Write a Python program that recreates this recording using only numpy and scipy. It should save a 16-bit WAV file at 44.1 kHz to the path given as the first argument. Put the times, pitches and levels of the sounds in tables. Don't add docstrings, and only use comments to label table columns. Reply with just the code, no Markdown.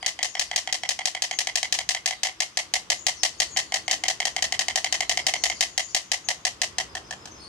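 import sys
import numpy as np
from scipy import signal
from scipy.fft import rfft, irfft
from scipy.io import wavfile
from scipy.ndimage import uniform_filter1d

SR = 44100
rng = np.random.default_rng(int(sys.argv[2]) if len(sys.argv) > 2 else 0)


def file_out(sig):
    cols = np.atleast_2d(sig).T
    lim = np.clip(cols, -1, 1)
    pcm = np.round(lim * 32767).astype(np.int16)
    wavfile.write(sys.argv[1], SR, pcm)


N = 329868
TIME_S = np.arange(N) / SR
CLACK_SAMPLES = 32768
CLACK_HZ = np.arange(CLACK_SAMPLES // 2 + 1) * SR / CLACK_SAMPLES
RADIATION = 1 / (1 + (500 / (CLACK_HZ + 50)) ** 4)

# (time [s], rate [clacks/s])
PERCH_TEMPO = [(0.06, 5.995), (0.73, 6.082), (1.55, 5.933), (1.73, 6.04), (2.06, 5.764), (2.74, 6.116),
               (3.4, 5.884), (4.25, 5.851), (4.59, 6.042), (5.1, 5.818), (5.61, 5.896), (6.12, 5.894),
               (6.29, 6.086), (6.79, 5.942), (7.11, 6.787)]
GRASS_FIRST_TEMPO = [(0.03, 6.163), (0.67, 6.237), (0.83, 6.405), (1.15, 6.174), (1.47, 6.325), (2.11, 6.2)]
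GRASS_SECOND_TEMPO = [(3.56, 6.309), (3.88, 6.347), (4.04, 6.063), (4.36, 6.285), (4.85, 6.179),
                      (5.01, 5.963), (5.34, 6.195)]
# (time [s], ring gain [dB], snap gain [dB], bill resonance [Hz])
PERCH_EFFORT = [(0.06, -8.5, 1.5, 2040), (1.72, -10, 2, 1990), (2.23, -7.5, 2.5, 2090),
                (2.5, -6, 0.5, 2120), (3.1, -4.5, 5, 2033), (3.75, -6, 1, 1980), (4.75, -5, 1.5, 1936),
                (5.25, -4, 4.5, 2050), (6.12, -6.5, 3, 2030), (6.79, -6, -0.8, 1985),
                (6.95, -11, -9.5, 1850), (7.11, -13, -13, 1760), (7.261, -24.5, -19.5, 1640)]
GRASS_FIRST_EFFORT = [(0.03, -11, -20, 2050), (0.5, -6, -12, 2000), (1.15, -7, -10.5, 2085),
                      (1.55, -4.2, -1, 2090), (2.27, -7.5, -8.5, 2055)]
GRASS_SECOND_EFFORT = [(3.56, -8, -19, 2020), (3.9, -4, -3, 2080), (4.6, -3.5, -0.5, 2047),
                       (5.2, -2, 0.5, 2105), (5.5, -4.5, -4.5, 2130)]


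def bout(tempo, effort, start_s, count, ring_spread_db=0.23, snap_spread_db=0.96):
    times = [start_s]
    for _ in range(count - 1):
        times.append(times[-1] + 1 / curve(tempo, times[-1]))
    effort_s, *controls = np.transpose(effort)
    ring_db, snap_db, bill_hz = (np.interp(times, effort_s, control) for control in controls)
    jitter = rng.standard_normal((count, 2)).T
    ring_db += ring_spread_db * jitter[0]
    snap_db += snap_spread_db * jitter[1]
    return np.transpose([times, ring_db, snap_db, bill_hz])


# (time [s], echo path shift [ms])
HEAD_MOTION = [(0, 0.064), (1.6, -0.015), (2.4, -0.14), (3.2, 0.1), (4.4, 0.21), (5.2, 0.28), (6.1, 0),
               (6.7, -0.19), (7.4, -0.17)]
# (onset [ms], build-up [ms], t60 [s], gain [dB], treble [dB])
BOARD_SCATTER = (.4, 1, .085, -2.5, -1)
WALL_SCATTER = (13, 7, .095, 2, -3)
YARD_SCATTER = (25, 18, 0.23, -9, -2.5)
# (nest and boards [dB], walls and yard [dB], wall slap [dB])
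PERCH_PLACE = (0, -0.3, 1.8)
GRASS_PLACE = (-3, -5.5, -3)


def stork(clacks, place, throat_db, treble_db, sway=2.5):
    out = np.zeros((2, N))
    near_gain, far_gain, slap_gain = undb(place)
    snap = bill_snap(treble_db)
    boards = scatter(*BOARD_SCATTER, count=200)
    walls = scatter(*WALL_SCATTER, count=500)
    yard = scatter(*YARD_SCATTER, count=4000)
    mic_delay = np.exp(-2j * np.pi * np.outer([0, 2], CLACK_HZ) / SR)
    fade = np.minimum(np.linspace(4, 0, CLACK_SAMPLES), 1)
    for time_s, ring_db, snap_db, bill_hz in clacks:
        throat_jitter, pitch_jitter, head_jitter, *path_jitter = rng.standard_normal(5)
        ring = undb(ring_db) * hollow_ring(bill_hz, throat_db + 0.83 * throat_jitter,
                                           detune=0.0093 * pitch_jitter)
        clack = ring + undb(snap_db) * snap
        head_ms = curve(HEAD_MOTION, time_s) + 0.03 * head_jitter
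        shift_ms = sway * head_ms + 0.15 * path_jitter[0]
        near = near_gain * (nest_echoes(head_ms) + boards(shift_ms))
        far = far_gain * (walls(shift_ms) + yard(shift_ms))
        slap = slap_gain * ring * wall_slap(shift_ms, path_jitter)
        spectrum = clack * (1 + near + far) + slap
        add(out, time_s, fade * irfft(spectrum * mic_delay))
    return out


# (frequency [Hz], relative level [dB])
SNAP_SPECTRUM = [(300, -52.5), (1000, -7), (1400, -25), (1720, -6), (2650, -4), (3650, -0.5), (4800, 3.5),
                 (6300, 3), (7300, -2.5), (8600, -8.5), (10500, -16), (14000, -27), (15000, -79),
                 (16500, -84)]


def bill_snap(treble_db):
    treble = colour([(6500, 0), (10000, treble_db)], CLACK_HZ)
    return minimum_phase(colour(SNAP_SPECTRUM, CLACK_HZ) * treble * RADIATION)


# (frequency [Hz], width [Hz], relative level [dB])
BILL_MODES = [(1980, 305, 2), (3192, 434, -4), (4550, 1200, -14.5)]
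THROAT_MODES = [(702, 280, -2.5), (750, 28, -6), (950, 230, -14.5)]


def hollow_ring(bill_hz, throat_db, detune, taut_hz=2056, slack_db_per_hz=0.01):
    slack_db = slack_db_per_hz * (taut_hz - bill_hz)
    throat = undb(throat_db + slack_db) * resonances(THROAT_MODES, CLACK_HZ * (1 + detune))
    first_mode = (bill_hz, *BILL_MODES[0][1:])
    bill = resonances([first_mode, *BILL_MODES[1:]], CLACK_HZ)
    return minimum_phase((bill + throat) * RADIATION)


# (delay [ms], left [dB], right [dB], share of head motion [ratio])
NEST_ECHOES = [(1.27, -2, -5, .25), (2.5, -10, -9, .6), (3.6, -4, -8, 1), (4.05, -12, -6, .9)]


def nest_echoes(head_ms):
    return sum(echo(ms + share * head_ms, left, right) for ms, left, right, share in NEST_ECHOES)


# (delay [ms], left [dB], right [dB])
WALL_ECHOES = [(18.3, -7, -3), (25.5, -5, -4)]


def wall_slap(shift_ms, path_jitter, spread_ms=0.32):
    return sum(echo(ms + shift_ms + spread_ms * jitter, left, right)
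               for (ms, left, right), jitter in zip(WALL_ECHOES, path_jitter))


def scatter(onset_ms, rise_ms, t60_s, gain_db, treble_db, count, mic_offset_ms=0.16):
    lag_s = t60_s * (np.arange(count) + rng.random(count)) / count
    build_up = 1 - np.exp(-lag_s * 1000 / rise_ms)
    gains = rng.standard_normal(count) * build_up * np.exp(-np.log(1000) * lag_s / t60_s)
    gains *= undb(gain_db) / np.linalg.norm(gains)
    follow, bearing = rng.uniform(-1, 1, (2, count))
    damping = colour([(2200, 0.038), (3600, treble_db)], CLACK_HZ)

    def spectrum(shift_ms):
        delay_ms = onset_ms + follow * shift_ms + np.outer([-1, 1], bearing) * mic_offset_ms
        taps = np.clip((lag_s + delay_ms / 1000) * SR, 0, CLACK_SAMPLES - 1).astype(int)
        return damping * rfft([np.bincount(side, gains, CLACK_SAMPLES) for side in taps])
    return spectrum


# (time [s], length [s], pitch [Hz], level [dB])
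NEAR_CHIRPS = [(1.31, 0.052, 6600, -44), (2.96, 0.046, 6900, -47), (3.14, 0.045, 6150, -45),
               (3.17, 0.076, 5520, -46), (3.33, 0.035, 4600, -56), (3.48, 0.11, 6950, -45.5),
               (5.35, 0.06, 4320, -51), (5.4, 0.095, 6850, -41), (5.81, 0.06, 6800, -46),
               (5.88, 0.032, 4730, -48.5), (6.24, 0.031, 6650, -48), (7.39, 0.085, 4480, -45)]


def songbirds(glide, waver, echo_db, chirps=NEAR_CHIRPS, overtone_db=-15, echo_t60_s=0.65):
    direct = np.zeros((2, N))
    tremble = 1 + waver * drift(700)
    rasp = undb(4.3 * drift(250))
    for time_s, length_s, start_hz, level_db in chirps:
        n = int(length_s * SR)
        span = (int(time_s * SR) + np.arange(n)) % N
        pitch_hz = start_hz * np.linspace(1, 1 + glide, n) * tremble[span]
        phase = 2 * np.pi * np.cumsum(pitch_hz) / SR
        note = np.sin(phase) + undb(overtone_db) * np.sin(2 * phase) * (start_hz < SR / 9)
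        note *= np.sqrt(np.hanning(n)) * rasp[span]
        add(direct, time_s, undb(level_db) * np.array([note, note]))
    tail_s = np.arange(SR // 2) / SR
    tail = rng.standard_normal((2, len(tail_s))) * np.exp(-np.log(1000) * tail_s / echo_t60_s)
    tail *= undb(echo_db) / np.linalg.norm(tail[0])
    return direct + signal.fftconvolve(direct, tail, axes=1)[:, :N]


# (start [s], end [s], start pitch [Hz], end pitch [Hz], start level [dB], end level [dB])
WHISTLE_PHRASES = [(2.531, 2.91, 4870, 4440, -73, -73), (6.411, 7.423, 5000, 5230, -63, -49)]


def whistler(period_s=0.155, note_s=0.085):
    notes = []
    for start_s, end_s, start_hz, end_hz, start_db, end_db in WHISTLE_PHRASES:
        for time_s in np.arange(start_s, end_s, period_s):
            pitch_hz = np.interp(time_s, [start_s, end_s], [start_hz, end_hz])
            level_db = np.interp(time_s, [start_s, end_s], [start_db, end_db])
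            notes.append((time_s, note_s, pitch_hz, level_db))
    return songbirds(glide=-0.02, waver=0.011, echo_db=-1, chirps=notes)


# (time [s], chirp level [dB])
FLOCK_LEVEL = [(0, -48.5), (1.9, -56), (2.4, -60.5), (3.1, -53), (4.6, -58), (5.5, -44), (6.1, -57),
               (6.6, -79), (7.4, -46)]


def flock(count=60):
    offset, length, pitch, loudness = rng.random((count, 4)).T
    time_s = (np.arange(count) + offset) / count * (N / SR - 0.15)
    level_db = curve(FLOCK_LEVEL, time_s) + 6 * (loudness - 0.5)
    chirps = np.transpose([time_s, 0.0437 + 0.037 * length, 4000 + 3400 * pitch, level_db])
    return songbirds(glide=-0.0638, waver=0.041, echo_db=5.0, chirps=chirps)


# (frequency [Hz], relative density [dB])
AIR_SPECTRUM = [(20, -26), (33, -24), (60, 0.5), (120, -5), (200, -6.5), (260, -9.5), (320, -6.5),
                (420, -8), (750, -13.5), (1100, -6), (1700, -12), (6000, -14), (9500, -28), (14000, -36),
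                (16000, -54)]
# (time [s], base level [dB])
SWELL = [(0.0, -58), (2.43, -59), (2.99, -54.5), (5.19, -52), (5.85, -56.5), (7.45, -51)]


def air(rumble_gain_db=6.5, hiss_gain_db=-56, flicker_db=1.15, bass_width=0.23, crossover_hz=1100):
    hz = np.arange(N // 2 + 1) * SR / N
    mid, side = rfft(rng.standard_normal((2, N)))
    width = np.interp(hz, [100, 1000], [bass_width, 1])
    spectrum = colour(AIR_SPECTRUM, hz) * (mid + np.outer([1, -1], width * side))
    spectrum /= irfft(spectrum, N).std()
    lowpass = 1 / (1 + (hz / crossover_hz) ** 4)
    swell_db = curve(SWELL, TIME_S) + flicker_db * drift(4.7)
    rumble = irfft(spectrum * lowpass, N) * undb(swell_db + rumble_gain_db)
    hiss = irfft(spectrum * (1 - lowpass), N) * undb(hiss_gain_db)
    return rumble + hiss


def hum(pitch_hz=320, gain_db=-12.5, flicker_db=3.7):
    phase = 2 * np.pi * np.cumsum(pitch_hz * (1 + 0.0181 * drift(18))) / SR
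    return np.sin(phase) * undb(curve(SWELL, TIME_S) + gain_db + flicker_db * drift(14))


def undb(db):
    return 10 ** (np.asarray(db) / 20)


def curve(points, time_s):
    return np.interp(time_s, *np.transpose(points))


def colour(points, hz):
    point_hz, db = np.transpose(points)
    return undb(np.interp(np.log(hz + 1), np.log(point_hz), db))


def minimum_phase(gain):
    cepstrum = irfft(np.log(gain / np.sqrt(np.mean(gain ** 2))))
    half = len(cepstrum) // 2
    cepstrum[1:half] *= 2
    cepstrum[half + 1:] = 0
    return np.exp(rfft(cepstrum))


def resonances(modes, hz):
    return sum(undb(db) / (1 + ((hz ** 2 - mode_hz ** 2) / ((hz + 1) * width_hz)) ** 2)
               for mode_hz, width_hz, db in modes)


def echo(delay_ms, left_db, right_db):
    return undb([[left_db], [right_db]]) * np.exp(-2j * np.pi * CLACK_HZ * delay_ms / 1000)


def drift(rate_hz):
    hold = int(SR / rate_hz)
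    steps = np.repeat(rng.standard_normal(N // hold + 1), hold)
    smooth = uniform_filter1d(uniform_filter1d(steps, hold), hold)[:N]
    return smooth / smooth.std()


def add(out, time_s, sound):
    start = max(int(time_s * SR), 0)
    part = sound[:, :max(N - start, 0)]
    out[:, start:start + part.shape[1]] += part


def scene():
    long_bout = bout(PERCH_TEMPO, PERCH_EFFORT, start_s=0.0624, count=44)
    perch = stork(long_bout, PERCH_PLACE, throat_db=1.0, treble_db=0.06)
    first_bout = bout(GRASS_FIRST_TEMPO, GRASS_FIRST_EFFORT, start_s=0.0283, count=15)
    second_bout = bout(GRASS_SECOND_TEMPO, GRASS_SECOND_EFFORT, start_s=3.5636, count=13)
    grass = stork(np.vstack([first_bout, second_bout]), GRASS_PLACE, throat_db=-0.4, treble_db=-0.5)
    near_birds = songbirds(glide=-0.0306, waver=0.033, echo_db=5.5)
    return perch + grass + near_birds + whistler() + flock() + air() + hum()


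# (frequency [Hz], left [dB], right [dB])
MIC_RESPONSE = [(725, 1.5, 1.5), (1300, 0.5, 1.5), (1840, 1.5, 6), (3360, 6, 5.5), (4100, 3.5, 0.5),
                (7070, 5.5, -6), (7800, 4, 4.5), (11300, 5.5, 4.5), (11700, -5, 5)]


def record(dry, taps=1024, ceiling=0.91, cutoff_hz=16400):
    hz = np.arange(taps // 2 + 1) * SR / taps
    heard = []
    for channel, sound in enumerate(dry):
        gain = colour(np.array(MIC_RESPONSE)[:, [0, channel + 1]], hz)
        impulse = irfft(minimum_phase(gain)) * np.sqrt(np.mean(gain ** 2))
        heard.append(signal.fftconvolve(sound, impulse)[:N])
    rounded = ceiling * np.tanh(np.array(heard) / ceiling)
    lowpass = signal.ellip(8, 0.2, 70, cutoff_hz, fs=SR, output="sos")
    return signal.sosfilt(lowpass, rounded)


dry = scene()
out = record(dry)
file_out(out)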